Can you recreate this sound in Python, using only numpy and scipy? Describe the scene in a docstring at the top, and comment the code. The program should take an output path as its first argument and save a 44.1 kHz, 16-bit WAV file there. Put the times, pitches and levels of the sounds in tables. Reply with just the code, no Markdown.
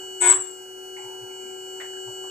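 """An end mill sharpener hums and whines on a workshop bench; the cutter meets the wheel once, rasping
at every turn and squealing while the speed sags; then come faint scrapes and soft knocks as a hand
lifts, turns and reseats the tool holder. Motor, buzz and ring are tones on multiples of the shaft speed;
rasp, scrapes and air are coloured noise; squeals and knocks are swelling sines. The work echoes in the room."""
import sys
import numpy as np
from scipy import signal
from scipy.fft import rfft, irfft
from scipy.io import wavfile

SR = 44100
rng = np.random.default_rng(int(sys.argv[2]) if len(sys.argv) > 2 else 0)


def pcm_store(signal):
    """Save signal as 16-bit PCM."""
    levels = np.round(np.clip(np.atleast_2d(signal), -1, 1) * 32767)
    wavfile.write(sys.argv[1], SR, levels.astype(np.int16).T)


N = 101429
T = np.arange(N) / SR
HZ = np.fft.rfftfreq(N, 1 / SR)
WAVER_HZ, FUZZ_HZ = 7, 49.27  # slow and fast unsteadiness of the tones

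# Shaft speed, sagging during the cut: t/s, speed/(turns/s)
SHAFT_SPEED = [(0, 122.33), (.2, 122.3), (.3, 120.7), (.34, 120.4), (.45, 121.1), (.7, 121.85), (1, 122.15),
               (1.5, 122.25), (2.3, 122.45)]
# Levels of the tones over time, low after the cut and then recovering: t/s, hum/dB, whine/dB, whistle/dB
TONE_LEVELS = [(.2, -1, 0.5, 1), (.36, 5.5, -9.5, 6), (.47, -2.5, -7, 10.5), (.63, -3.5, -4.5, -9.5),
               (.8, -1.5, -3.5, -35), (1, 0, -1, 1.5), (1.28, -1, -2, -26), (1.34, -0.5, -1, 0.5),
               (1.55, 0, -2, -0.5), (1.85, 0.5, 0.5, 2), (2.3, 1, 1.5, 2)]


def amp(db):
    """Decibels to gain."""
    return 10 ** (np.asarray(db) / 20)


def unit(x):
    """Scales to rms 1."""
    return x / np.sqrt(np.mean(abs(x) ** 2) + 1e-20)


def curve(table, order=1):
    """One column of a time table, at every sample."""
    rows = np.transpose(table)
    return np.interp(T, rows[0], rows[order])


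def read(table, hz):
    """A spectrum table on a log-frequency axis."""
    f, value = np.transpose(table)
    return np.interp(np.log(hz + 1), np.log(f + 1), value)


def colour(x, db):
    """Filters by a gain per frequency; rms 1 over both channels."""
    return unit(irfft(rfft(x) * amp(db), N))


def pair(same):
    """Two channels of white noise with correlation `same`."""
    left, other = rng.standard_normal((2, N))
    same = np.clip(same, -1, 1)
    return np.array([left, same * left + np.sqrt(1 - same * same) * other])


def drift(hz):
    """Slow complex chance for each channel, rms 1, from random points joined by lines."""
    real, imag = rng.standard_normal((2, 2, 1024))
    points = real + 1j * imag
    return unit(np.array([np.interp(T * hz * 2, np.arange(1024), row) for row in points]))


def tones(table, turns, waver, fuzz, lag, scatter):
    """Wavering tones on shaft multiples; lag/rad delays the right, scatter 0 lines them up into pulses."""
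    out = np.zeros((2, N))
    for multiple, left_db, right_db in table:
        unsteady = 1 + waver * drift(WAVER_HZ) + fuzz * drift(FUZZ_HZ)
        cycles = multiple * turns + scatter * rng.random()
        phase = 2 * np.pi * cycles - np.array([[0], [lag]])
        out += amp([[left_db], [right_db]]) * (unsteady * np.exp(1j * phase)).real
    return np.sqrt(2) * out


def motor(turns):
    """Bearing hum, motor whine and wheel whistle, all following the shaft speed."""
    # Each: multiple of shaft speed, left/dB, right/dB, before the levels over time
    bearing_tones = [(3.075, -38, -46), (6.16, -65, -51.5), (11.29, -126, -54.5), (4.08, -58, -82.5),
                     (1.025, -70, -71.5), (13.01, -105, -54.5)]
    motor_tones = [(24.025, -41.5, -40), (36.02, -54.5, -73), (48.1, -56.5, -78), (54, -61, -58.5),
                   (65.64, -56, -67), (67.86, -55.5, -76)]
    whistle_tones = [(61.95, -49, -62.5), (62.95, -54, -71)]
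    hum = tones(bearing_tones, turns, waver=.14, fuzz=.17, lag=.072, scatter=.98)
    whine = tones(motor_tones, turns, waver=.06, fuzz=.025, lag=.95, scatter=1)
    whistle = tones(whistle_tones, turns, waver=.18, fuzz=.16, lag=1.1, scatter=1)
    hum_gain, whine_gain, whistle_gain = (amp(curve(TONE_LEVELS, order=k)) for k in (1, 2, 3))
    return hum * hum_gain + whine * whine_gain + whistle * whistle_gain


def fine_buzz(turns):
    """Weak shaft multiples at random phases and levels, sharing seven unsteady envelopes."""
    # Typical level of the multiples, before their scatter: f/Hz, level/dB
    comb_levels = [(600, -77.5), (1600, -99), (2000, -74), (2450, -72), (3600, -102.5), (4700, -71.5),
                   (5400, -70.5), (6700, -64.5), (9300, -68), (10000, -82), (12200, -64.5), (13100, -92),
                   (14700, -80)]
    scatter_db = 4.5
    buzz = np.zeros((2, N))
    wavers = [1 + .3 * drift(WAVER_HZ) + .2 * drift(FUZZ_HZ) for _ in range(7)]
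    for k in range(5, 124):
        offset_db = scatter_db * (rng.uniform(-2, 2, (2, 1)) - 1)
        level = amp(read(comb_levels, k * SHAFT_SPEED[0][1]) + offset_db)
        start = np.exp(2j * np.pi * rng.random((2, 1)))
        tone = start * wavers[k % len(wavers)] * np.exp(2j * np.pi * k * turns)
        buzz += level * tone.real
    return np.sqrt(2) * buzz


def hiss():
    """Faint noise, independent in the two channels, with the spectrum of the buzz."""
    # Relative spectrum: f/Hz, level/dB
    hiss_spectrum = [(600, -77.5), (1600, -99), (2000, -74), (2450, -72), (3600, -102.5), (4700, -71.5),
                     (5400, -70.5), (6700, -64.5), (9300, -68), (10000, -82), (12200, -64.5), (13100, -92),
                     (14700, -80)]
    return amp(-67) * colour(pair(0), read(hiss_spectrum, HZ))


def stirred_air():
    """The rush of air stirred by the wheel: coloured noise with a gently drifting level."""
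    # Relative spectrum of the air: f/Hz, density/(dB per Hz)
    air_spectrum = [(25, -6.5), (180, -12), (300, 1.5), (450, 3.5), (600, -7), (900, 3), (1150, -16),
                    (1600, 0), (1950, -26.5), (2350, -8.5), (3100, -16), (3600, -61), (15000, -20.5)]
    level_db = -53.5 + 1.42 * drift(5.89).real[0]
    return amp(level_db) * colour(pair(.28), read(air_spectrum, HZ))


def wheel(turns):
    """Buzz, hiss and air, dipping along with the whine by about a fifth of its dB."""
    return (fine_buzz(turns) + hiss() + stirred_air()) * amp(.21 * curve(TONE_LEVELS, order=2))


def rasp(turns):
    """Grit rasps past the cutter, partly repeating each turn, with strong tones that come and go."""
    # Relative spectrum of the grit: f/Hz, density/(dB per Hz)
    grit_spectrum = [(60, -17.5), (250, -24), (450, -4), (900, 3.5), (1700, -3), (3500, -0.5),
                     (5500, -19.5), (6600, -0.5), (7900, 8.5), (8700, -4.5), (10000, -45), (11500, -14),
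                     (15000, -29)]
    # Tones shifting as the contact moves: multiple of shaft speed, left/dB, right/dB, strongest at t/s;
    # levels are before the contact curve
    contact_tones = [(3.004, -28.5, -29.5, 0.24), (5.983, -37.5, -36.5, 0.25), (8.026, -34.5, -29.5, 0.28),
                     (8.98, -34, -37.5, 0.31), (9.97, -36, -47, .33), (12.05, -28.5, -38, 0.257),
                     (13, -35.5, -39, 0.32), (14, -33.5, -49, .265), (15, -35, -41, .28),
                     (17.94, -28, -40.5, 0.24), (20.06, -38, -44, 0.25), (29.2, -38.5, -42, 0.285)]
    same, repeat_share, pulse_depth, tone_half_s = .6, .35, .7, .054
    # One turn's grit pattern, read round and round by shaft angle
    one_turn = signal.resample(pair(same)[:, :360], 4096, axis=1)
    repeating = one_turn[:, (turns % 1 * one_turn.shape[1]).astype(int)]
    grit = np.sqrt(repeat_share) * repeating + np.sqrt(1 - repeat_share) * pair(same)
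    grit *= 1 + pulse_depth * np.sin(2 * np.pi * turns)
    out = amp(-28) * amp([[1], [-1]]) * colour(grit, read(grit_spectrum, HZ))
    for *tone, peak in contact_tones:
        nearness = 1 / (1 + ((T - peak) / tone_half_s) ** 2)
        out += tones([tone], turns, waver=.12, fuzz=.24, lag=.7, scatter=.7) * nearness
    return out


def ring(turns):
    """The wheel's high spot strikes the cutter each turn; resonant delays make pulses rise fast and die."""
    # Tones of the ringing cutter: multiple of shaft speed, left/dB, right/dB, before the contact curve
    cutter_tones = [(54.1, -33.5, -46.5), (62, -24, -30), (63.9, -24, -26), (64.2, -21, -29),
                    (64.85, -17, -22), (65.8, -12.5, -20)]
    resonance, half_width = 65.9, .4  # multiples of shaft speed
    channel_lag = np.array([[0], [.9]])  # rad
    out = np.zeros((2, N))
    for multiple, left_db, right_db in cutter_tones:
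        delay = np.arctan((multiple - resonance) / half_width) + channel_lag
        phase = 2 * np.pi * multiple * turns - delay
        tone = (1 + .07 * drift(FUZZ_HZ)) * np.exp(1j * phase)
        out += np.sqrt(2) * amp([[left_db], [right_db]]) * tone.real
    return out


def cut(turns):
    """The contact of cutter and wheel shapes the rasp and the ring separately."""
    # The contact as it comes and goes: t/s, rasp level/dB, ring level/dB
    contact = [(.195, -50, -43), (.208, -19, -12), (.22, -3, -3), (.25, 2, -7.5), (.275, 0.5, -2),
               (.315, -1, 2.5), (.334, 0, -11.5), (.36, -16.5, -27), (.42, -25, -27), (.48, -59, -51)]
    turns = turns + .3  # angle of the wheel's high spot, in turns
    return rasp(turns) * amp(curve(contact, order=1)) + ring(turns) * amp(curve(contact, order=2))


def swell(peak, half, hz, db):
    """A sine that swells and dies in a bell-shaped envelope."""
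    envelope = np.exp(-((T - peak) / half) ** 2)
    return np.sqrt(2) * amp(db) * envelope * np.sin(2 * np.pi * hz * T)


def squeals():
    """The cutter sings at its own pitches as the pressure eases."""
    # Squeals as the cutter lets go: peak t/s, half length/s, f/Hz, level/dB before the channel balance
    letting_go = [(0.345, 0.0096, 7460, -20), (0.364, 0.013, 7925, -22.5), (0.408, 0.008, 7930, -28.5),
                  (0.423, 0.01, 7460, -32)]
    return amp([[1.5], [-1.5]]) * sum(swell(*row) for row in letting_go)


def scrapes():
    """Grainy noise bands rise quickly and fade: cutter leaving the wheel, then holder sliding in its seat."""
    # Each scrape: start t/s, decay/s, centre f/Hz, width/octaves, level/dB before grain and envelope
    slides = [(0.354, 0.044, 1260, 0.78, -35.5), (0.964, 0.054, 2160, 0.24, -45.5),
              (0.971, 0.24, 873, 0.23, -47), (1.29, 0.23, 2313, 0.13, -55.5),
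              (1.431, 0.073, 259, 0.57, -52.5), (1.799, 0.035, 1810, 0.49, -34),
              (1.806, .025, 666, 0.9, -41.5), (1.931, 0.046, 1624, 0.087, -44.5),
              (2.073, 0.068, 770, 0.51, -47.5), (2.238, 0.052, 840, 0.55, -45)]
    rise_s, grain_db, skirt_db = .005, 3.5, 32
    out = np.zeros((2, N))
    for start, decay, hz, octaves, db in slides:
        age = np.maximum(T - start, 0)
        envelope = np.minimum(age / rise_s, 1) * np.exp(-age / decay)
        grains = pair(.18) * amp(grain_db * drift(200).real[0])
        distance = np.log2((HZ + 1) / hz) / octaves
        band_db = -skirt_db * np.log10(1 + distance ** 2)
        out += amp(db) * colour(grains, band_db) * envelope
    return out


def knocks():
    """Soft knocks of the hand on the housing: brief low swells."""
    # Each knock: peak t/s, level/dB
    touches = [(.39, -58), (1.061, -56), (1.235, -51), (2.09, -48.5)]
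    return sum(swell(peak, half=.021, hz=119.5, db=db) for peak, db in touches)


def workshop(x):
    """A diffuse noise tail, each band dying at its own speed."""
    # Decay of the workshop: f/Hz, t60/s
    decay_times = [(1500, 0.44), (8000, 0.49), (15000, 0.1)]
    hz, t, bands = signal.stft(rng.standard_normal((2, SR)), SR, nperseg=256)
    decay = amp(-60 * t / read(decay_times, hz)[:, None])
    tail = signal.istft(bands * decay, SR, nperseg=256)[1]
    return signal.fftconvolve(x, tail / np.linalg.norm(tail[0]), axes=1)[:, :N]


def scene():
    """The running machine, with the cut and the handling echoing in the room."""
    turns = np.cumsum(curve(SHAFT_SPEED)) / SR
    work = cut(turns) + squeals() + scrapes() + knocks()
    return motor(turns) + wheel(turns) + work + amp(-13) * workshop(work)


def record(dry):
    """The recorder's band limit: a steep low-pass filter."""
    low_pass = signal.firwin(511, 15450, window=("kaiser", 9), fs=SR)
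    return signal.oaconvolve(dry, low_pass[None], "same")


dry = scene()
out = record(dry)
pcm_store(out)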